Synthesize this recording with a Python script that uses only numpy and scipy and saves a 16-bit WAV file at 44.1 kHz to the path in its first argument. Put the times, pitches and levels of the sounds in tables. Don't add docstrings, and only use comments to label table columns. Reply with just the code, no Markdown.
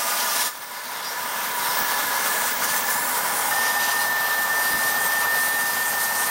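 import sys
import numpy as np
from scipy import signal
from scipy.fft import rfft, irfft
from scipy.io import wavfile
from scipy.ndimage import uniform_filter1d, map_coordinates

SR = 44100
rng = np.random.default_rng(int(sys.argv[2]) if len(sys.argv) > 2 else 0)


def output_pcm(signal):
    pcm = np.clip(np.atleast_2d(signal).T, -1, 1) * 32767
    wavfile.write(sys.argv[1], SR, np.round(pcm).astype(np.int16))


N = 277830
T = np.arange(N) / SR
HZ = np.fft.rfftfreq(N, 1 / SR)
EDGE_HZ = 15830

# (start of second, start of third [s])
POSE_STARTS_S = [0.51, 3.513]
# (centre [Hz], width [Hz], gain in the first, second, third pose [dB])
COLOUR_PEAKS = [(125, 80, -4.5, 0.5, 2), (593, 38, 6, 1.5, 0.5), (684, 37, 9.5, -0.5, 3),
                (750, 51, -6, -3.5, 2), (842, 55, 5, 2.5, 4), (980, 87, 6.5, 6.5, 4),
                (1210, 69, 12.5, 4.5, 6.5), (1450, 74, 10.5, 6, 2.5), (1660, 75, -1, 2, -3.5),
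                (1880, 180, 2, -0.5, 1.5), (2110, 170, 4, 4.5, 0.5), (4900, 210, 5, 2.5, 5),
                (5430, 140, 7.5, 4.5, 4.5), (5900, 290, 5.5, 3.5, 4), (8000, 370, -5, -2, -3),
                (8410, 190, 6, 6, 7), (8800, 250, 8, -0.5, 3), (8820, 420, -3, 6, 2)]

# (frequency [Hz], spectral level [dB])
DRONE_SHAPE = [(15, -23), (40, -16), (80, -13), (130, -7.5), (185, -2.5), (235, 2.5), (290, -2), (350, -6),
               (500, -41), (1000, -62)]
ROAR_SHAPE = [(150, -29.5), (320, -18), (440, -4.5), (650, -2), (950, 2), (1350, -0.5), (1650, -0.5),
              (2100, -5), (2400, -11.5), (3200, -14.5), (6000, -62)]
SPLASH_SHAPE = [(900, -38), (2000, -4), (2700, -0.5), (3600, 1.5), (4400, 0.5), (5700, -1), (6800, -3.5),
                (8200, -7), (11000, -10)]
SIZZLE_SHAPE = [(3000, -34), (6000, -9), (7300, -4.5), (8150, -3), (8450, -6.5), (9500, -1), (10050, -6),
                (10700, -4), (11500, -9.5), (12500, -10), (15000, -19)]
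NOZZLE_SHAPE = [(9000, -33), (11200, -2.5), (12300, -2), (13400, 4.5), (14200, 0), (14900, 0.5),
                (15400, -6), (16000, -12)]
FIZZ_SHAPE = [(13500, -50), (14950, -18), (15230, 0), (15700, 1), (16000, -6)]
RUMBLE_SHAPE = [(12, -16), (40, -4), (100, -7), (180, 3), (290, -2), (400, -11), (900, -45)]

# (first, second, third pose [dB])
DRONE_BASE_DB = (-49, -46, -47.5)
SPLASH_BASE_DB = (-29.5, -31, -33.5)
SIZZLE_BASE_DB = (-31.5, -34, -34)
NOZZLE_BASE_DB = (-35, -34.5, -34)

# (time [s], level [dB])
ROAR = [(0, -27.5), (.39, -29), (.48, -30.5), (.6, -27), (1.1, -25.5), (1.55, -27.5), (2.3, -26.5),
        (2.5, -28), (3.0, -28), (3.3, -26.5), (4.15, -29), (5.3, -28), (5.48, -30), (6.3, -29.5)]
# (time [s], lower ring level [dB], upper ring level [dB])
RINGS = [(0, -46, -40), (.65, -54, -39), (1.05, -48, -37.5), (1.25, -50, -32), (1.45, -53, -37),
         (1.85, -40, -33.5), (2.3, -43, -39), (2.5, -48, -42), (3.0, -42, -43), (3.16, -46, -35.5),
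         (3.28, -36, -46), (3.55, -32.5, -42), (4.0, -36.5, -36.5), (4.25, -38.5, -42), (5.1, -40, -49),
         (6.3, -43, -42)]
# (time [s], level [dB])
FIZZ = [(0, -39), (.45, -38), (.56, -32), (.75, -42), (1.12, -44), (1.22, -33), (1.38, -43), (1.56, -35),
        (1.66, -39), (1.82, -33), (2.02, -45), (2.2, -40), (2.54, -32), (2.65, -39), (2.74, -34),
        (3.1, -35), (3.3, -42), (3.48, -34), (3.6, -52)]
# (start [s], end [s], splash of air change [dB], sizzle of grit change [dB])
PASSES = [(0.165, 0.244, 2, 0.5), (0.344, 0.48, 2, 1.5), (0.74, 1.074, 1.8, -2), (1.095, 1.464, 0.5, -1),
          (1.475, 1.57, -0.5, -3), (1.595, 1.79, -0.5, -1.5), (1.805, 1.87, -1, -4.5),
          (2.253, 2.49, 0.2, 3.5), (2.52, 2.62, -2, -3), (2.633, 2.654, -0.5, 7), (2.683, 2.722, 2.5, 5),
          (2.73, 2.805, -1.5, 5), (2.82, 2.893, -1.5, 0.5), (2.901, 2.94, -3.5, 6.5),
          (2.946, 3.196, -3, 3.5), (3.197, 3.36, -2.5, 2.5), (3.357, 3.408, -2, 5), (3.415, 3.51, -2, 3),
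          (3.525, 3.57, 4, 1.5), (3.58, 3.72, 3.5, 0.5), (3.797, 3.928, 5, 0), (3.99, 4.048, 2, 0.5),
          (4.08, 4.207, -1, -4), (4.227, 4.55, 0.5, -2.5), (4.65, 4.713, 2, 1), (4.773, 4.93, 1.5, 3.5),
          (4.994, 5.085, -1.5, 5), (5.105, 5.222, 1.5, 2), (5.239, 5.292, -0.5, -3.5),
          (5.391, 5.496, 0.5, 3.5), (5.5, 5.851, 0, 1.5), (5.853, 5.91, -2, 5.5), (6.001, 6.065, 0.5, 6),
          (6.16, 6.28, .5, 4.5)]
# (centre [s], length [s], level [dB], frequency [Hz], half-width [Hz])
FLARES = [(1.07, 0.051, -28, 4860, 130), (1.092, .07, -30, 5600, 140), (1.74, 0.17, -39, 5230, 160),
          (1.797, .1, -31, 15700, 200), (2.698, 0.043, -38, 4730, 400), (2.77, 0.077, -39, 7600, 400),
          (2.96, 0.16, -41, 7300, 200), (3.11, 0.25, -37, 10800, 350), (3.39, 0.066, -32, 10240, 700),
          (3.66, 0.042, -32, 5630, 500), (4.016, 0.069, -36.5, 4220, 300), (5.05, .06, -37, 14300, 600)]

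# (time [s], pitch [Hz], level [dB])
BREATHY = [(0, 1700, -39), (.4, 1720, -29.5), (.65, 1738, -32), (.85, 1743, -31), (1.4, 1727, -29),
           (1.74, 1721, -34), (1.79, 1728, -27), (2.1, 1707, -29), (2.36, 1711, -24.5), (2.6, 1717, -29.5),
           (2.8, 1730, -27), (3.04, 1748, -27), (3.075, 1750, -35), (3.5, 1765, -36)]
# (time [s], pitch [Hz], level [dB])
WHISTLE = [(3.52, 1803, -25.5), (3.84, 1800, -25.5), (4.0, 1812, -25.5), (4.07, 1790, -25.5),
           (4.47, 1790, -25), (4.53, 1798, -24), (4.8, 1802, -24.5), (5.1, 1798, -26), (5.33, 1804, -23),
           (5.7, 1806, -26.5), (6.3, 1802, -28.5)]
# (centre [s], level change [dB])
WHISTLE_DIPS = [(3.547, -10), (3.728, -8), (3.872, -10), (3.89, -1.5), (3.908, -15.5), (4.008, -2.5),
                (4.06, -3.5), (4.287, -5), (4.465, -6), (4.49, -6), (4.641, -13.5), (4.715, -13),
                (4.781, -9.5), (4.912, -5), (4.935, -5.5), (5.045, -7), (5.235, -5.5), (5.268, -5.5),
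                (5.478, -7), (5.723, -9.5), (5.757, -10), (5.896, -11), (5.929, -19), (6.14, -16),
                (6.262, -27)]
# (frequency [Hz], relative level [dB])
THIN_RING = [(9119, -11), (9382, 0), (13404, -9), (14901, -12)]

# (time [s], level [dB])
KNOCKS = [(4.704, -28), (4.726, -33), (4.741, -21.5)]
# (frequency [Hz], relative level [dB], 60 dB decay time [s])
KNOCK_MODES = [(45.05, -16, .05), (95, -12, .05), (174, -2.5, 0.058), (272, -5.5, 0.072)]


def amp(db):
    return 10 ** (np.asarray(db) / 20)


def unit(x):
    return x / np.sqrt(np.mean(x ** 2) + 1e-20)


def follow(rows, axis=1):
    rows = np.asarray(rows)
    return np.interp(T, rows[:, 0], rows[:, axis])


def shape(points):
    hz, db = np.transpose(points)
    return amp(np.interp(np.log(HZ + 1), np.log(hz), db))


def swell(centre_s, length_s):
    return 2 ** -np.minimum((2 * (T - centre_s) / length_s) ** 2, 60)


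def noise():
    return rng.standard_normal(N)


def filtered_noise(gain):
    return unit(irfft(rfft(noise()) * gain, N))


def wander(rate_hz):
    return filtered_noise((HZ > 2) / (1 + (HZ / rate_hz) ** 4))


def narrow(hz, half_width_hz):
    return filtered_noise(1 / (1 + ((HZ - hz) / half_width_hz) ** 2))


def blown(hz, width_hz, steady):
    pitch_hz = hz + .5 * width_hz * wander(rate_hz=width_hz)
    phase = 2 * np.pi * np.cumsum(pitch_hz) / SR
    spectra = rfft(rng.standard_normal((2, N)))
    a, b = irfft(spectra / (1 + (HZ / width_hz) ** 2), N)
    tone = np.sqrt(2 * steady) * np.sin(phase)
    breath = unit(a * np.sin(phase) + b * np.cos(phase))
    return tone + np.sqrt(1 - steady) * breath


def grit(per_s=6500, spread_db=2.5):
    size_db = spread_db * np.minimum(rng.exponential(1, N), 5)
    impacts = amp(size_db) * rng.choice([-1, 1], N)
    return unit(impacts * (rng.random(N) < per_s / SR))


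def in_air(hits, share):
    return np.sqrt(share) * hits + np.sqrt(1 - share) * noise()


def poses(change_s=0.0034):
    begun = [np.clip((T - s) / change_s + .5, 0, 1) for s in POSE_STARTS_S]
    return -np.diff([np.ones(N), *begun, np.zeros(N)], axis=0)


def held(levels_db):
    return np.array(levels_db) @ poses()


def sweep(edge_s=0.024):
    def crossed(s):
        return np.clip((T - s) / edge_s + .5, 0, 1)
    return sum(np.outer([splash_db, sizzle_db], crossed(start_s) - crossed(end_s))
               for start_s, end_s, splash_db, sizzle_db in PASSES)


def cabinet(drive, points):
    hz, width_hz, *gains_db = np.transpose(COLOUR_PEAKS)
    distance = 2 * (HZ - hz[:, None]) / width_hz[:, None]
    bells = np.exp2(-np.minimum(distance ** 2, 20))
    coloured = irfft(rfft(drive) * shape(points) * amp(np.array(gains_db) @ bells), N)
    return sum(unit(x) * np.sqrt(share) for x, share in zip(coloured, poses()))


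def sway(x, depth, rate_hz=5):
    place = np.arange(N) + np.cumsum(depth * wander(rate_hz))
    return map_coordinates(x, [place], order=5, mode="mirror")


def aim(x, patchy_db=1.18):
    z = signal.stft(x, nperseg=512)[2]
    drift = uniform_filter1d(rng.standard_normal(z.shape), size=9, axis=0)
    drift = uniform_filter1d(drift, size=26, axis=1)
    return signal.istft(z * amp(patchy_db * unit(drift)), nperseg=512)[1][:N]


def walls(x, echo_db=-11, t60_s=0.083, count=120):
    delay_s = rng.uniform(.002, .06, count)
    taps = np.zeros(SR)
    taps[(delay_s * SR).astype(int)] = rng.choice([-1, 1], count) * amp(-60 * delay_s / t60_s)
    echoes = signal.fftconvolve(x, taps / np.linalg.norm(taps))[:N]
    return x + amp(echo_db) * echoes


def drop(start_s=0.473, fall_s=0.037, depth_db=11.5, hold_s=0.11, recover_db_per_s=10.5):
    fallen = np.clip((T - start_s) / fall_s, 0, 1)
    regained_db = recover_db_per_s * np.maximum(T - start_s - fall_s - hold_s, 0)
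    return amp(-fallen * np.maximum(depth_db - regained_db, 0))


def drone(buffet_db=1.7):
    return cabinet(noise(), DRONE_SHAPE) * amp(held(DRONE_BASE_DB) + buffet_db * wander(rate_hz=20))


def rings():
    lower = narrow(hz=829, half_width_hz=34) * amp(follow(RINGS, axis=1))
    upper = blown(hz=971, width_hz=26, steady=0.54) * amp(follow(RINGS, axis=2))
    return lower + upper


def knocks(push_s=0.0023, rumble_db=-42, shift_s=4.738, shift_length_s=.06):
    t = T[:SR // 4]
    modes = sum(amp(db - 60 * t / t60_s) * np.sin(2 * np.pi * hz * t) for hz, db, t60_s in KNOCK_MODES)
    thud = (1 - np.exp(-t / push_s)) * modes
    cluster = sum(amp(db) * np.interp(T - s, t, thud, left=0, right=0) for s, db in KNOCKS)
    rumble = filtered_noise(shape(RUMBLE_SHAPE)) * amp(rumble_db) * swell(shift_s, shift_length_s)
    return rumble + cluster


def flares():
    return sum(narrow(hz, half_width_hz) * amp(db) * swell(s, length_s)
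               for s, length_s, db, hz, half_width_hz in FLARES)


def breathy_note(unsteady, trim_db=-4.5, gust_db=0.5):
    note = blown(hz=follow(BREATHY, axis=1), width_hz=40, steady=0.46)
    return note * amp(follow(BREATHY, axis=2) + trim_db + gust_db * unsteady)


def locked_whistle(unsteady, skirt_db=-16, waver_hz=3, shake_db=0.2, flutter_db=0.4,
                   dip_s=0.01113, sag_hz_per_db=1.83):
    dip_db = sum(db * swell(s, dip_s) for s, db in WHISTLE_DIPS) + flutter_db * unsteady
    pitch_hz = follow(WHISTLE, axis=1) + waver_hz * wander(rate_hz=19) + sag_hz_per_db * dip_db
    tone = np.sqrt(2) * np.sin(2 * np.pi * np.cumsum(pitch_hz) / SR)
    tone *= amp(shake_db * wander(rate_hz=110) + dip_db)
    skirt = amp(skirt_db) * narrow(hz=1774, half_width_hz=18)
    return (tone + skirt) * amp(follow(WHISTLE, axis=2))


def thin_ring(base_db=-45.0):
    ring = sum(amp(db) * narrow(hz, half_width_hz=7.8) for hz, db in THIN_RING)
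    return ring * amp(sweep()[1] + base_db)


def whistle():
    unsteady = wander(rate_hz=40)
    last_pose = poses()[-1]
    locked = locked_whistle(unsteady) + thin_ring()
    return breathy_note(unsteady) * (1 - last_pose) + locked * last_pose


def roar(feed, hits, sputter_db=0.5, flutter_db=0.5):
    rush = cabinet(in_air(hits, share=0.11), ROAR_SHAPE)
    rush *= amp(follow(ROAR) + sputter_db * feed + flutter_db * wander(rate_hz=25))
    return sway(rush, depth=0.0063)


def splash(feed, hits, sputter_db=0.74):
    level_db = held(SPLASH_BASE_DB) + sweep()[0] + sputter_db * feed
    return cabinet(in_air(hits, share=0.24), SPLASH_SHAPE) * amp(level_db)


def sizzle(feed, hits, trim_db=-0.9, sputter_db=0.46):
    level_db = held(SIZZLE_BASE_DB) + sweep()[1] + trim_db + sputter_db * feed
    return cabinet(in_air(hits, share=0.12), SIZZLE_SHAPE) * amp(level_db)


def nozzle(feed, hits, trim_db=1.1, sputter_db=0.9, follow_db_per_db=0.27):
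    level_db = held(NOZZLE_BASE_DB) + follow_db_per_db * sweep()[1] + trim_db + sputter_db * feed
    return cabinet(in_air(hits, share=0.24), NOZZLE_SHAPE) * amp(level_db)


def fizz(flicker_db=1.3):
    top = filtered_noise(shape(FIZZ_SHAPE) * (HZ < EDGE_HZ))
    return top * amp(follow(FIZZ) + flicker_db * wander(rate_hz=25))


def blast(feed, hits):
    hiss = splash(feed, hits) + sizzle(feed, hits) + nozzle(feed, hits)
    return aim(sway(hiss, depth=0.00824) + fizz())


def scene():
    feed = unit(wander(rate_hz=16.5) + 0.14 * wander(rate_hz=120))
    hits = grit()
    background = drone() + rings() + knocks()
    jet = whistle() + roar(feed, hits)
    mono = drop() * (background + jet + walls(flares() + blast(feed, hits)))
    return np.array([mono, mono])


def record(dry):
    taps = signal.firwin(1023, EDGE_HZ, window=("kaiser", 9), fs=SR)
    return signal.oaconvolve(dry, taps[None], "same", axes=1)


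dry = scene()
out = record(dry)
output_pcm(out)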